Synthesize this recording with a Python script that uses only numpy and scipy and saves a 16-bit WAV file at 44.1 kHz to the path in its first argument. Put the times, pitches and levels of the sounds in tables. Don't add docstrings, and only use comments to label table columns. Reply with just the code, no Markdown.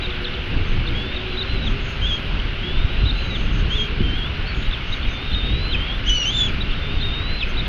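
import sys
import numpy as np
from scipy import signal
from scipy.fft import rfft, irfft, next_fast_len
from scipy.io import wavfile
from scipy.ndimage import uniform_filter1d, map_coordinates

SR = 44100
rng = np.random.default_rng(int(sys.argv[2]) if len(sys.argv) > 2 else 0)


def wav_record(signal):
    frames = np.transpose(np.atleast_2d(signal))
    bounded = np.clip(frames, -1, 1)
    quanta = np.round(bounded * 32767).astype(np.int16)
    wavfile.write(sys.argv[1], SR, quanta)


N = 338688
TIME = np.arange(N) / SR
AGAIN_S = 1.682

# t/s, f/Hz, level/dB
PEEP = [(2.017, 2990, -31.5), (2.03, 3145, -29.5), (2.058, 3266, -27), (2.082, 3570, -32.5),
        (2.113, 3216, -27), (2.135, 3260, -25.5), (2.19, 3196, -41)]
# t/s, f/Hz, level/dB
CRY = [(6.055, 2740, -34.5), (6.093, 3360, -20.5), (6.097, 2960, -21.5), (6.145, 3014, -24),
       (6.178, 2910, -23.5), (6.215, 2900, -23.5), (6.243, 2770, -26), (6.253, 2800, -24),
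       (6.257, 2985, -23.5), (6.295, 3120, -23), (6.32, 3460, -31), (6.375, 3595, -23),
       (6.405, 3442, -20.5), (6.455, 3416, -25.5), (6.472, 3290, -27.5), (6.48, 2740, -33),
       (6.497, 2380, -32), (6.508, 2320, -32)]
# t of the peak/s, length/s, rumble level/dB, flutter level/dB
GUSTS = [(0.568, 0.12, -22, -22.5), (0.756, .16, -21.5, -27), (0.93, 0.16, -24.5, -26.5),
         (1.63, 0.21, -26, -25.5), (2.05, 0.15, -21.5, -34), (2.358, 0.24, -22, -31),
         (2.766, 0.29, -22.5, -30), (3.055, 0.16, -18, -29.5), (3.293, 0.13, -28.5, -27),
         (3.555, 0.27, -17, -25), (4.024, 0.29, -20.5, -25.5), (4.41, 0.24, -21, -48),
         (5.049, 0.095, -18, -40), (5.329, 0.078, -19.5, -31.5), (5.528, 0.16, -19.5, -24),
         (5.747, 0.091, -20.5, -26.5), (6.047, 0.13, -21, -34.5), (6.519, 0.33, -20.5, -27),
         (6.955, 0.23, -24, -28.5), (7.295, 0.099, -26.5, -32), (7.58, 0.16, -24, -27.5)]


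def amp(db):
    return 10 ** (np.asarray(db) / 20)


def evened(x):
    return x / np.sqrt(np.mean(x ** 2) + 1e-20)


def read(points, hz):
    f, value = np.transpose(points)
    return np.interp(np.log(hz + 1), np.log(f + 1), value)


def add(mix, s, sound):
    part = mix[max(round(s * SR), 0):][:len(sound)]
    part += sound[:len(part)]


def coloured(x, points):
    gain = amp(read(points, np.fft.rfftfreq(N, 1 / SR)))
    return irfft(rfft(x) * gain, N)


def wander(n, hz):
    size = next_fast_len(n + SR // 4)
    f = np.fft.rfftfreq(size, 1 / SR)
    spectrum = rfft(rng.standard_normal(size)) * np.exp(-(f / hz) ** 2)
    return evened(irfft(spectrum, size))[:n]


def fuzzy(hz, width_hz):
    phase = 2 * np.pi * np.cumsum(hz) / SR
    return wander(len(hz), width_hz) * np.cos(phase) + wander(len(hz), width_hz) * np.sin(phase)


def swells(rows, width_hz):
    out = np.zeros(N)
    for s, length, hz, db in rows:
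        swell = np.cos(np.pi / 2 * np.clip((TIME - s) / length, -1, 1)) ** 2
        heard = abs(TIME - s) < length
        out[heard] += amp(db) * swell[heard] * fuzzy(np.full(heard.sum(), hz), width_hz)
    return out


def drone(width_hz=13.6, waver=0.0253, waver_hz=4):
    # t/s, f/Hz, level/dB
    drift = [(0, 381, -39), (.55, 355.5, -46), (1.2, 364, -38), (1.8, 401.6, -44.5), (3.1, 400, -46),
             (3.85, 410, -40.5), (4.4, 397, -44), (4.8, 374, -53), (6.3, 370.3, -49.5),
             (6.95, 393.5, -43.5), (7.35, 380.4, -56), (7.68, 370, -46)]
    s, hz, db = np.transpose(drift)
    pitch = np.interp(TIME, s, hz) * (1 + waver * wander(N, waver_hz))
    return amp(np.interp(TIME, s, db)) * fuzzy(pitch, width_hz)


def moans(width_hz=15.4):
    # t of the middle/s, fade time each way/s, centre f/Hz, level/dB
    moan_rows = [(.35, 0.94, 487, -45.5), (1.1, 0.45, 493, -47.5), (1.56, 0.24, 537, -43.5),
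                 (2.05, 0.49, 535.5, -47.5), (2.75, 0.5, 361.5, -40), (3.27, 0.25, 542, -49),
                 (3.98, 0.29, 467.4, -43), (5.6, 0.3, 496, -44)]
    return swells(moan_rows, width_hz)


def rain(rain_db=-31, patch_db=1.0, drops_per_s=350, drops_db=-13):
    # f/Hz, relative level/dB
    leaf_tone = [(300, -4), (600, -6.5), (900, -9.5), (1100, -8.5), (1450, -3), (1850, -7.5), (2150, -4),
                 (2500, -3.5), (2800, 0), (3600, -8.5), (4600, -18), (5600, -29), (6800, -40),
                 (7200, -61.5), (9000, -68)]
    z = signal.stft(rng.standard_normal(N), nperseg=512)[2]
    patches = uniform_filter1d(rng.standard_normal(z.shape), size=6, axis=0)
    patches = evened(uniform_filter1d(patches, size=14, axis=1))
    wash = evened(signal.istft(z * amp(patch_db * patches), nperseg=512)[1][:N])
    drops = evened(rng.standard_normal(N) * (rng.random(N) < drops_per_s / SR))
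    return amp(rain_db) * evened(coloured(wash + amp(drops_db) * drops, leaf_tone))


def sizzle(width_hz=420, fizz_db=-70, flicker_db=3, flicker_hz=18):
    # f/Hz, relative level/dB
    fizz_tone = [(4000, -25), (6000, 17), (6800, -5), (7400, -2), (9000, 0.5), (11000, 13), (12500, 3),
                 (14800, -1)]
    # t of the middle/s, fade time each way/s, centre f/Hz, level/dB
    sizzle_rows = [(0.693, 0.093, 6200, -59), (1.693, 0.079, 6240, -57), (1.888, 0.13, 6460, -55),
                   (3.25, 0.18, 6380, -59.5), (3.40, 0.15, 6280, -57), (3.568, 0.096, 6300, -53.5),
                   (4.601, 0.098, 6600, -57), (4.928, 0.12, 6250, -56.5), (5.126, 0.084, 6160, -55),
                   (7.50, 0.031, 6200, -52)]
    flicker = amp(flicker_db * wander(N, flicker_hz))
    fizz = evened(coloured(rng.standard_normal(N), fizz_tone) * flicker)
    return amp(fizz_db) * fizz + swells(sizzle_rows, width_hz)


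def gusting(breeze_db, peaks_db, rise=0.37):
    power = amp(breeze_db) ** 2
    for (s, length, _, _), db in zip(GUSTS, peaks_db):
        width = length * np.where(TIME < s, rise, 1 - rise)
        power = power + amp(db) ** 2 * np.exp(-((TIME - s) / width) ** 2)
    return np.sqrt(power)


def wind(breeze_db=-27, wind_db=0.5, lump_db=2.0, lump_hz=25):
    # f/Hz, relative level/dB
    rumble_tone = [(8, -10.5), (18, 5.5), (28, 2.5), (50, -0.5), (80, -8.5), (120, -18.5), (170, -21.5),
                   (260, -24), (400, -39), (600, -48), (1200, -97.5)]
    # t/s, f/Hz, peak level/dB, push +1 or pull -1
    buffets = [(.778, 59.1, -13, -1), (2.849, 89.5, -11, 1), (3.040, 70.2, -5, 1), (3.982, 50.3, -14, -1),
               (4.007, 194, -10, -1), (4.014, 242, -14.5, 1), (4.025, 240, -16.5, 1), (4.691, 26.6, -9, -1),
               (5.520, 198.4, -21, 1), (6.101, 35, -10.5, -1)]
    lumps = amp(lump_db * wander(N, lump_hz))
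    eddies = evened(coloured(rng.standard_normal(N), rumble_tone) * lumps)
    out = eddies * amp(wind_db) * gusting(breeze_db, [rumble_db for _, _, rumble_db, _ in GUSTS])
    for s, hz, db, way in buffets:
        u = (np.pi * hz * (TIME - s)) ** 2
        out += np.sign(way) * amp(db) * (1 - 2 * u) * np.exp(-u)
    return out


def flutter(breeze_db=-31.5, flutter_db=-0.64):
    # f/Hz, relative level/dB
    flutter_tone = [(35, -8), (65, 4.5), (115, 2.5), (180, -5.5), (260, -7.5), (400, -16), (600, -26.5),
                    (1200, -87)]
    strength = gusting(breeze_db, [db for _, _, _, db in GUSTS])
    return amp(flutter_db) * strength * evened(coloured(rng.standard_normal(N), flutter_tone))


def air(air_db=-24, smooth_s=0.057):
    # f/Hz, relative level/dB
    breath_tone = [(3500, -40), (4500, 4), (5400, 0.5), (6100, 4.5), (6550, 11), (6950, -8.5),
                   (7400, -32.5), (9000, -63)]
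    effort = np.zeros(N)
    for rows, delay in ((PEEP, 0), (PEEP, AGAIN_S), (CRY, 0)):
        s, hz, db = np.transpose(rows)
        effort += np.interp(TIME, s + delay, amp(db), 0, 0)
    effort = uniform_filter1d(effort, int(smooth_s * SR))
    return amp(air_db) * effort * evened(coloured(rng.standard_normal(N), breath_tone))


def syrinx(hz, level, overtone_db, jitter=0.0019, rasp=.08, jitter_hz=350, rasp_hz=650,
           octave_shimmer_db=2.5, octave_shimmer_hz=90):
    # f/Hz, gain/dB
    beak = [(4700, -10), (5050, 4), (5350, -2), (5700, -1.5), (6300, -1.5), (6600, -9), (7100, -12.5),
            (7500, -23.5), (8200, -40)]
    phase = 2 * np.pi * np.cumsum(hz * (1 + jitter * wander(len(hz), jitter_hz))) / SR
    push = level / level.max()
    octave_db = overtone_db + read(beak, 2 * hz)
    octave_db = octave_db + octave_shimmer_db * wander(len(hz), octave_shimmer_hz)
    tone = np.sin(phase) + push * amp(octave_db) * np.sin(2 * phase)
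    return level * (np.sqrt(2) * tone + rasp * fuzzy(hz, rasp_hz))


def catching(n, per_s, length_s=.006, depth_db=7):
    starts = rng.random(n) < per_s / SR
    dips = signal.fftconvolve(starts * 1., np.hanning(max(int(length_s * SR), 3)), "same")
    return amp(-depth_db * np.clip(dips, 0, 1))


def call(rows, gain_db, overtone_db, jitter, rasp, falter_db, falter_hz=45, fade_s=0.0036, catches_per_s=0):
    s, hz, db = np.transpose(rows)
    t = np.arange(s[0], s[-1], 1 / SR)
    pitch = np.interp(t, s, hz)
    strain = (pitch / hz.max()) ** 6
    falter = falter_db * strain * wander(len(t), falter_hz)
    level = amp(np.interp(t, s, db) + gain_db + falter)
    level *= signal.windows.tukey(len(t), 2 * fade_s * SR / len(t))
    level *= catching(len(t), catches_per_s)
    return s[0], syrinx(pitch, level, overtone_db, jitter, rasp * strain)


def short_notes(rows, shape, fade_s=0.0031):
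    out = np.zeros(N)
    bend, swell_db = np.transpose(shape)
    for s, length, hz, db, times_heard in rows:
        place = np.linspace(0, len(shape) - 1, int(length * SR))
        pitch = hz * map_coordinates(bend, [place], order=2, mode="nearest")
        level = amp(db + np.interp(place, np.arange(len(shape)), swell_db))
        level *= signal.windows.tukey(len(place), 2 * fade_s / length)
        for k in range(round(times_heard)):
            add(out, s + k * AGAIN_S, syrinx(pitch, level, overtone_db=-31.5, rasp=0.071))
    return out


def quick_calls():
    # pitch as a share of the note's f, level change/dB
    pips, arch = [(4.454, 0.073, 4470, -38.5, 2), (4.921, 0.026, 3880, -26, 2),
                  (6.215, 0.066, 4450, -44.5, 1)], [(.89, -6), (.975, -1.5), (1, 0), (.975, -1), (.88, -5)]
    slurs, slide = [(.1005, 0.011, 3620, -30.5, 1), (.242, 0.0175, 3720, -28, 1),
                    (.336, 0.013, 3620, -33.5, 1), (4.543, .012, 3250, -31.5, 2),
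                    (4.623, 0.012, 3700, -34, 2), (4.709, 0.0075, 3560, -28, 2),
                    (6.357, 0.012, 2950, -32, 1), (7.657, 0.0095, 3480, -30, 1)], [(1.18, -7), (1.1, -2), (1.02, 0), (.93, 1), (.78, 2)]
    chips, dip = [(.865, .028, 3590, -31.5, 1)], [(1.27, -7), (1.08, -1), (.99, 5), (1.07, 0), (1.27, -9)]
    twitters, arch_and_flick = [(.012, 0.055, 3950, -32.5, 1), (1.369, 0.064, 3950, -27.5, 2),
                                (7.567, 0.0444, 3930, -28.5, 1)], [(.86, -5), (.945, -1), (.985, -1), (1, 0), (.995, -1),
                                                  (.965, 1), (.915, 3), (.95, 2), (1.12, -5)]
    flat_notes, level_note = [(.346, .013, 3040, -31, 1), (1.19, 0.0098, 3560, -32, 1),
                              (3.851, 0.066, 2410, -39, 2), (4.648, 0.024, 3810, -37, 2),
                              (5.021, .012, 4400, -44, 2), (5.048, 0.013, 3270, -34.5, 2)], [(1.015, 0), (1, 0), (.98, -2)]
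    hoops, hoop = [(5.3125, .042, 4150, -33.5, 2)], [(.65, -2), (.81, 2), (.9, 1), (.965, -3), (.995, -1), (1, 0), (.98, -2),
                                  (.93, -1), (.82, 7), (.6, 4)]
    stumbles, step = [(.12, .02, 3500, -36, 1), (.266, .023, 3620, -30.5, 1), (.7165, .007, 3060, -27, 1),
                      (1.16, .028, 3730, -30, 1), (2.398, .007, 3080, -23, 1), (4.725, .03, 3560, -28, 2),
                      (5.028, .018, 3570, -33, 2)], [(1.13, -5), (.99, 1), (1.01, 1), (.95, -3), (.88, -4), (.81, -5)]
    kinds = ((pips, arch), (slurs, slide), (chips, dip), (twitters, arch_and_flick),
             (flat_notes, level_note), (hoops, hoop), (stumbles, step))
    return sum(short_notes(rows, shape) for rows, shape in kinds)


def chicks(cry_catches_per_s=35, whistle_catches_per_s=14):
    # t/s, f/Hz, level/dB
    whine = [(.948, 3180, -29.5), (.972, 3320, -31.5), (1.01, 3360, -31), (1.04, 3450, -37),
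             (1.07, 3534, -37.5), (1.125, 3620, -36), (1.15, 3740, -39.5), (1.24, 3800, -44),
             (1.29, 4010, -48), (1.32, 4080, -43), (1.355, 3950, -37), (1.385, 4060, -49),
             (1.45, 4200, -55), (1.48, 3960, -39), (1.503, 4050, -35), (1.55, 4090, -39), (1.58, 3870, -39),
             (1.605, 4080, -43), (1.63, 3830, -31.5), (1.648, 3810, -35), (1.66, 3860, -33),
             (1.676, 3470, -26), (1.683, 3180, -27.5), (1.69, 2950, -39)]
    whimper = [(3.99, 2880, -41), (4.045, 3175, -37), (4.1, 3087, -37), (4.14, 3130, -34.5),
               (4.185, 3387, -35), (4.22, 3220, -32), (4.29, 3610, -43)]
    wail = [(5.064, 3690, -36), (5.071, 3750, -38), (5.09, 3780, -42), (5.13, 3580, -44),
            (5.143, 3570, -35.5), (5.195, 3550, -38), (5.235, 3700, -38), (5.257, 3730, -44),
            (5.272, 3740, -38.5), (5.32, 3556, -36.5), (5.345, 3660, -29), (5.365, 3750, -26.5),
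            (5.423, 3580, -33), (5.457, 3750, -31), (5.487, 3680, -31.5), (5.61, 3995, -35),
            (5.65, 4070, -33.5), (5.70, 4090, -38.5), (5.722, 3980, -31), (5.733, 3500, -23.5),
            (5.744, 3070, -26.5), (5.747, 2600, -21), (5.754, 2500, -19.5), (5.761, 2470, -30)]
    out = np.zeros(N)
    for delay in (0, AGAIN_S):
        begging = (
            call(whine, gain_db=-1.0, overtone_db=-23, jitter=0.0063, rasp=0.28, falter_db=1.0,
                 catches_per_s=whistle_catches_per_s),
            call(PEEP, gain_db=2.5, overtone_db=-24, jitter=0.011, rasp=0.21, falter_db=0.5),
            call(whimper, gain_db=2.5, overtone_db=-47, jitter=0.0036, rasp=.1, falter_db=3.5),
            call(wail, gain_db=-0.6, overtone_db=-24.0, jitter=0.0048, rasp=0.12, falter_db=0.0,
                 catches_per_s=whistle_catches_per_s))
        for s, sound in begging:
            add(out, s + delay, sound)
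    s, cry = call(CRY, gain_db=1.7, overtone_db=-8.5, jitter=0.004, rasp=0.24, falter_db=0.5,
                  catches_per_s=cry_catches_per_s)
    add(out, s, cry)
    return out + quick_calls()


def branches(x, t60=0.23):
    t = np.arange(SR // 4) / SR
    echoes = rng.standard_normal(len(t)) * (rng.random(len(t)) < 2000 / SR) * amp(-60 * t / t60)
    return signal.fftconvolve(x, echoes / np.linalg.norm(echoes))[:N]


def scene(limb_echo_s=0.011, limb_echo_db=-23):
    near = chicks() + air()
    echoes = amp(-13.0) * branches(near)
    add(echoes, limb_echo_s, amp(limb_echo_db) * near)
    far = rain() + sizzle() + drone() + moans()
    return (near + echoes + far + wind() + flutter())[None]


def record(dry, edge_hz=14900):
    low_pass = signal.firwin(511, edge_hz, window=("kaiser", 8), fs=SR)
    return signal.oaconvolve(dry, low_pass[None], "same")


dry = scene()
out = record(dry)
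wav_record(out)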